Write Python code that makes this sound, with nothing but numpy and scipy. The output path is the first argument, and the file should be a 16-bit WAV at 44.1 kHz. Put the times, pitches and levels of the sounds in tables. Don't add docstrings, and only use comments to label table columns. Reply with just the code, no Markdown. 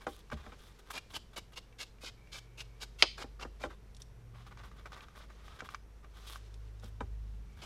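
import sys
import numpy as np
from scipy import signal
from scipy.fft import rfft, irfft
from scipy.io import wavfile
from scipy.ndimage import uniform_filter1d

SR = 44100
rng = np.random.default_rng(int(sys.argv[2]) if len(sys.argv) > 2 else 0)


def unload_audio(sound):
    columns = np.transpose(np.atleast_2d(sound))
    steps = np.round(np.clip(columns, -1, 1) * 32767)
    wavfile.write(sys.argv[1], SR, steps.astype(np.int16))


N = 337365
T = np.arange(N) / SR

# pitch in Hz, level in dB, base time to fade by 60 dB in seconds.
CARD_MODES = [(820, -8, .025), (1201, 0.5, 0.02), (1567, -4, 0.027), (2090, -12, 0.019), (2368, -5.5, 0.06),
              (2740, -6.5, 0.056), (3210, -1, 0.013), (3747, -7, 0.02), (4200, -5, 0.0041),
              (4930, -14.5, 0.0063), (6700, -14.5, 0.015)]


def undb(db):
    return 10 ** (np.asarray(db) / 20)


def unit(x):
    return x / np.sqrt(np.mean(x ** 2))


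def band(x, lo_hz, hi_hz):
    sos = signal.butter(2, [lo_hz, min(hi_hz, .45 * SR)], "bandpass", fs=SR, output="sos")
    return signal.sosfilt(sos, x)


def walk(rate):
    hold = max(int(SR / rate), 1)
    steps = np.repeat(rng.standard_normal(N // hold + 1), hold)
    return unit(uniform_filter1d(steps, hold)[:N])


def grit(patchy_db, rate):
    return rng.standard_normal(N) * undb(patchy_db * walk(rate))


def ring(x, modes):
    out = 0
    for hz, db, t60 in modes:
        pole = np.exp(2j * np.pi * hz / SR - np.log(1000) / (t60 * SR))
        out = out + undb(db) * signal.lfilter([1], [1, -pole], x).imag
    return out


def bent_card():
    drawn = rng.standard_normal((len(CARD_MODES), 2))
    return [(hz * (1 + .04 * shift), db + 2.5 * weight, t60)
            for (hz, db, t60), (shift, weight) in zip(CARD_MODES, drawn)]


def blow(modes, crack=(), damping=0.94, scatter_db=2.5, push_s=0.00031, late_s=0):
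    t = T[:SR // 4]

    def since(hz):
        return np.maximum(t - late_s * np.maximum(np.sqrt(1000 / hz) - 1, 0), 0)

    def fade(hz, t60):
        return undb(-60 * since(hz) * damping / t60) * (1 - np.exp(-since(hz) / push_s))

    hz, db, t60 = np.transpose(modes)[:, :, None]
    sign, weight, detune = rng.standard_normal((3, len(modes), 1))
    strength = np.sign(sign) * undb(db + scatter_db * weight)
    tones = strength * np.sin(2 * np.pi * hz * (1 + .02 * detune) * since(hz))
    x = (tones * fade(hz, t60)).sum(axis=0)
    x = x / np.abs(x).max()
    for lo_hz, hi_hz, crack_db, crack_t60 in crack:
        noise = band(band(rng.standard_normal(len(t)), lo_hz, hi_hz), lo_hz, hi_hz)
        x = x + undb(crack_db) * fade(np.sqrt(lo_hz * hi_hz), crack_t60) * unit(noise)
    return x / np.abs(x).max()


def add(out, start, x):
    i = int(start * SR)
    out[i:i + len(x)] += x[:N - i]


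def played(rubs, colour, rise_s, t60):
    ramp_shares = (0.99, 0.83, 0.68)
    out = np.zeros(N)
    for start, length, db, fall_db, *layers_db in rubs:
        span = slice(int(start * SR), int((start + length + 0.099) * SR))
        t = T[span] - start
        ramp_db = fall_db * (.5 - np.clip(t / length, 0, 1))
        mix = 0
        for layer, layer_db, share in zip(colour(span), [0, *layers_db], ramp_shares):
            mix = mix + undb(layer_db + share * ramp_db) * unit(layer)
        rise = 1 - np.exp(-(t - t[0]) / rise_s)
        out[span] += rise * undb(db - 60 * np.maximum(t - length, 0) / t60) * mix
    return out


def tone(hz, *db):
    phase = 2 * np.pi * np.cumsum(hz * (1 + .008 * walk(6.1))) / SR
    harmonics = [undb(level + 1.4 * walk(4.3)) * np.sin(k * phase) for k, level in enumerate(db, 1)]
    return np.sqrt(2) * sum(harmonics)


def air():
    # pitch in Hz, relative level in dB per Hz.
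    spectrum = [(25, -18.5), (45, -14), (66, -12), (85, -16), (120, -18), (170, -21), (290, -30),
                (445, -25.5), (600, -33.5), (1200, -37), (2200, -41.5), (4800, -52.5), (5700, -46.5),
                (6600, -52), (13500, -56), (14600, -59.5), (15200, -76.5)]
    level_db = -66.5
    f = np.maximum(np.fft.rfftfreq(N, 1 / SR), 1)
    hz, db = np.transpose(spectrum)
    x = irfft(rfft(rng.standard_normal(N)) * undb(np.interp(np.log(f), np.log(hz), db)), N)
    swell = undb(2.5 * walk(3))
    swelling = x + band(x, 25, 300) * (swell - 1)
    return undb(level_db) * swelling / np.std(band(x, 250, 15000))


def engine_hum():
    # time in seconds, pitch in Hz.
    pitch = [(0, 46), (2.2, 48.5), (3.8, 50.5), (5.4, 52), (7.4, 52), (7.65, 49)]
    # time in seconds, level in dB.
    level = [(0, -59.5), (.36, -57), (.62, -62.5), (1.66, -55), (2.0, -60.5), (2.5, -54.5), (3.68, -51.5),
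             (3.81, -57.5), (4.92, -54.5), (5.07, -63), (5.2, -55.5), (5.47, -52.5), (5.58, -62),
             (5.86, -53.5), (6.48, -52.5), (6.55, -48), (7.05, -45.5), (7.13, -41), (7.44, -45.5),
             (7.54, -56)]
    # time in seconds, level in dB.
    octave = [(5.8, -80), (6.3, -62), (6.55, -56.5), (7.05, -52.5), (7.17, -57), (7.4, -55), (7.55, -68)]
    return tone(*(np.interp(T, *np.transpose(curve)) for curve in (pitch, level, octave)))


def sleeves():
    # time in seconds, level in dB.
    levels = [(0.0, -73), (0.55, -68), (1.62, -79), (2.9, -74.5), (3.75, -76.5), (4.39, -77.5), (4.54, -75),
              (5.62, -69.5), (5.78, -80), (6.05, -78), (6.29, -62.5), (6.54, -73), (7.37, -75),
              (7.65, -73.5)]
    return unit(band(grit(1.8, 27), 630, 5100)) * undb(np.interp(T, *np.transpose(levels)))


def fingers():
    # start in seconds, length in seconds, level in dB, treble against level in dB.
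    scuffs = [(0.006, 0.045, -56.5, -15), (0.076, .13, -64.5, -1.5), (0.312, 0.033, -47, -21),
              (0.364, .14, -59.5, -18), (0.522, .02, -54.5, -24), (0.58, 0.14, -67.5, -4.5),
              (0.786, .018, -59.5, -9.5), (0.853, 0.067, -64.5, -12), (0.901, 0.017, -47, -4),
              (1.096, 0.038, -62, -6.5), (1.33, 0.019, -57, -16), (1.519, .012, -58.5, -14),
              (3.694, 0.051, -59, -18), (3.998, 0.017, -62.5, -1), (4.337, 0.1, -66.5, -19),
              (4.463, 0.024, -57, -16), (4.511, 0.017, -53.5, -30), (4.568, 0.049, -56, -25),
              (4.633, 0.052, -58.5, -15.5), (4.76, 0.084, -68, -12), (4.854, 0.021, -49.5, -28),
              (4.917, 0.12, -56.5, -20.5), (5.154, 0.064, -59, -13), (5.296, 0.022, -59.5, -28),
              (5.432, 0.14, -61.5, -14.5), (5.588, 0.016, -48, -17), (5.642, 0.037, -56.5, -11.5),
              (5.694, 0.068, -59, -10), (6.025, .045, -64.5, -21), (6.131, 0.231, -62, -10),
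              (6.267, 0.11, -62.5, 1.5), (6.822, 0.066, -65, -5), (7.562, 0.06, -62, -14.5)]
    crackle = (rng.random(N) < 150 / SR) * rng.standard_normal(N) * 12.5
    skin, paper, hiss = (grit(3.34, 60) * undb(0.72 * walk(500)) + crackle for _ in range(3))

    def colour(span):
        ringing = band(ring(skin[span], bent_card()), 950, 1840)
        low = unit(ringing) + 1.43 * unit(band(skin[span], 297, 2000))
        middle = 0.8 * unit(band(paper[span], 3050, 3950)) + unit(band(paper[span], 2400, 5500))
        return low, middle, band(hiss[span], 4200, 12700)

    first_s, last_s, count = 4.33, 5.65, 20
    picks = []
    for k, (when, size, force) in enumerate(rng.random((count, 3))):
        start = first_s + (k + when) / count * (last_s - first_s)
        picks.append((start, 0.065 * (.5 + size), -68 + (4 * force - 2), -19.5))
    rubs = []
    for start, length, db, treble_db in scuffs + picks:
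        fall_db = 11.5 - 49 * length
        middle_db = 2.5 + 0.56 * treble_db
        rubs.append((start, length, db, fall_db, middle_db, treble_db))
    return played(rubs, colour, rise_s=0.0067, t60=0.047)


def knocks():
    # start in seconds, ringing peak in dB, thud against that in dB, brightness in dB per octave.
    strikes = [(0.067, -23, -26, -0.5), (0.323, -32.5, 0, -1.5), (0.464, -41, -5.5, 0.5),
               (0.52, -43.5, -28, 6.5), (2.033, -42.5, -21, -3.5), (3.239, -38, -14.5, -3),
               (3.41, -42, -11, 13), (3.449, -35.5, -15, -7.5), (3.638, -26.5, -19, 2.5),
               (3.654, -34.5, -33.5, 1), (5.619, -37.5, -11.5, -5), (6.833, -42.5, -2, -4),
               (7.006, -29, -10, 1.5)]
    # pitch in Hz, level in dB, base time to fade by 60 dB in seconds.
    table_modes = [(264, -0.5, 0.025), (491, 3.5, 0.043), (598.5, -7, 0.12), (792, -2, 0.093),
                   (1016, -6, 0.057), (1334, -4, 0.044), (1580, -11, 0.049), (1930, -3.5, 0.01),
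                   (2337, -12.5, 0.053), (3100, -16, 0.036), (3610, -15, 0.03)]
    # pitch in Hz, level in dB, base time to fade by 60 dB in seconds.
    thud_modes = [(73, 6, 0.28), (146, 1, 0.12), (222.3, 2.5, 0.12)]
    # low edge in Hz, high edge in Hz, level in dB, base 60 dB fade in seconds.
    table_noise = [(238, 516, -15, 0.17), (443, 1650, -6.5, 0.063), (1420, 8600, -27, 0.081)]
    bending_s = 0.00588
    out = np.zeros(N)
    for start, db, thud_db, tilt_db in strikes:
        modes = [(hz, level + tilt_db * np.log2(hz / 700), t60) for hz, level, t60 in table_modes]
        knock = blow(modes, table_noise, push_s=0.00028, late_s=bending_s)
        add(out, start, undb(db) * knock)
        add(out, start, undb(db + thud_db) * blow(thud_modes, push_s=0.0017, late_s=bending_s))
    return out


def flicks():
    # start in seconds, peak in dB, centre in Hz.
    releases = [(0.301, -41.5, 1150), (0.907, -31.5, 1180), (0.977, -30.5, 2100), (1.164, -36.5, 830),
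                (1.726, -54.5, 2300), (1.984, -56, 2320), (2.272, -52.5, 2186), (2.61, -35.5, 3320),
                (2.831, -41, 1050), (3.181, -38, 1110), (3.224, -35.5, 1030), (3.397, -42, 1210),
                (4.466, -49, 1140), (4.573, -41, 1200), (4.715, -47, 1100), (4.859, -41, 1120),
                (4.92, -41.5, 1184), (5.007, -41, 3500), (5.084, -45, 1044), (5.152, -51, 1230),
                (5.301, -49, 1250), (5.481, -41.5, 1130), (5.605, -29, 1480), (5.689, -33.5, 1276),
                (5.746, -28.5, 1360), (6.045, -48.5, 1376), (6.358, -35, 1170)]
    # low edge in Hz, high edge in Hz, level in dB, base 60 dB fade in seconds.
    card_noise = [(900, 3000, -13, 0.049), (2920, 7000, -15, 0.034)]
    out = np.zeros(N)
    for start, db, centre_hz in releases:
        modes = [(hz, level - 13 * np.log2(hz / centre_hz) ** 2, t60) for hz, level, t60 in CARD_MODES]
        add(out, start, undb(db) * blow(modes, card_noise, damping=1.4, push_s=.0004))
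    return out


def ticks():
    # start in seconds, peak in dB.
    taps = [(0.7933, -49.5), (3.9479, -47), (3.9669, -44.5), (4.0191, -37), (6.5417, -48), (6.7976, -52.5),
            (6.842, -45)]
    # pitch in Hz, level in dB, base time to fade by 60 dB in seconds.
    tick_modes = [(3650, -2, 0.0072), (5500, -5, 0.01)]
    # low edge in Hz, high edge in Hz, level in dB, base 60 dB fade in seconds.
    tick_noise = [(2370, 9600, -10, 0.035)]
    out = np.zeros(N)
    for start, db in taps:
        add(out, start, undb(db) * blow(tick_modes, tick_noise, push_s=0.00018))
    return out


def sponge():
    # start in seconds, length in seconds, level in dB,
    # nominal level lost from start to end in dB, bass against level in dB.
    strokes = [(0.927, 0.055, -44, -1, -5.5), (1.133, 0.035, -40.5, -4, -8), (1.359, 0.027, -40.5, 5, -8),
               (1.53, 0.0089, -49, 12, -5), (1.557, 0.025, -43.5, -4.5, -12),
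               (1.782, 0.049, -43.5, -1, -14), (2.006, 0.081, -49.5, -12.5, -19),
               (2.315, 0.074, -48, 1.5, -12), (2.573, .044, -46.5, 1.5, -11.5),
               (2.801, 0.035, -44.5, -7, -10.5), (2.984, .035, -45.5, 3, -13.5),
               (3.172, 0.06, -49, -1, -0.5), (3.392, 0.044, -51.5, -4, 5), (3.595, 0.044, -53.5, -6.5, 2.5),
               (3.646, .018, -54, 12, -1), (7.615, 0.033, -48.5, 12, -1.5)]
    treble_db = -14
    pressed = .4
    slips, boom, hiss = grit(2.2, 200), grit(3., 80), grit(2.2, 120)

    def colour(span):
        modes = [(hz, db, pressed * t60) for hz, db, t60 in bent_card()]
        card = unit(ring(slips[span], modes)) + 0.62 * unit(band(slips[span], 1900, 5000))
        return band(card, 1600, 8000), band(boom[span], 240, 1400), band(hiss[span], 6200, 12000)

    rubs = [(*row, treble_db) for row in strokes]
    return played(rubs, colour, rise_s=0.012, t60=0.048)


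def drones():
    # start in seconds, loudest moment in seconds, end in seconds,
    # start pitch in Hz, end pitch in Hz, peak level in dB before wavering.
    glides = [(1.303, 2.6, 3.7, 112.5, 121.2, -62), (3.8, 4.356, 4.9, 119.5, 115.5, -56)]
    swell_db = 11.5
    out = 0
    for start, top, end, start_hz, end_hz, db in glides:
        edges = np.clip(np.minimum(T - start, end - T) / .1 + 1, 0, 1)
        level_db = db + np.interp(T, [start, top, end], [-swell_db, 0, -swell_db])
        out = out + edges * tone(np.interp(T, [start, end], [start_hz, end_hz]), level_db)
    return out


def thin_hiss():
    # start in seconds, length in seconds, level in dB, nominal level lost from start to end in dB.
    spells = [(2.14, 0.73, -75.5, 4), (7.45, .2, -73, -4)]
    thin = band(grit(2.0, 30), 2190, 2360)
    return played(spells, lambda span: [thin[span]], rise_s=0.038, t60=.15)


def snap():
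    # pitch in Hz, level in dB, base time to fade by 60 dB in seconds.
    snap_modes = [(2356, 1, 0.013), (3030, -5, 0.021), (4254, -5.5, 0.013), (4755, -5, 0.019)]
    # low edge in Hz, high edge in Hz, level in dB, base 60 dB fade in seconds.
    snap_noise = [(259, 940, -25.5, 0.087), (810, 1900, -22, 0.064), (2100, 5600, -12, .045),
                  (5700, 11000, -24, 0.015), (2100, 5800, -6, .008)]
    start_s, peak_db = 3.0238, -3
    out = np.zeros(N)
    add(out, start_s, undb(peak_db) * blow(snap_modes, snap_noise, scatter_db=0.8, push_s=0.00021))
    return out


def room(x):
    level_db, t60_s, gap_s = -23.5, .33, 0.028
    t = T[:SR // 2]
    tail = rng.standard_normal(len(t)) * undb(-60 * t / t60_s) * (1 - np.exp(-(t / gap_s) ** 2))
    tail = band(tail, 2600, 9000)
    return undb(level_db) * signal.fftconvolve(x, tail / np.sqrt(np.sum(tail ** 2)))[:N]


def scene():
    hands = fingers() + knocks() + flicks() + ticks() + sponge() + snap()
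    background = air() + engine_hum() + sleeves() + drones() + thin_hiss()
    return (hands + room(hands) + background)[None]


def record(dry):
    return signal.sosfilt(signal.ellip(10, .2, 60, 15900, fs=SR, output="sos"), dry)


dry = scene()
out = record(dry)
unload_audio(out)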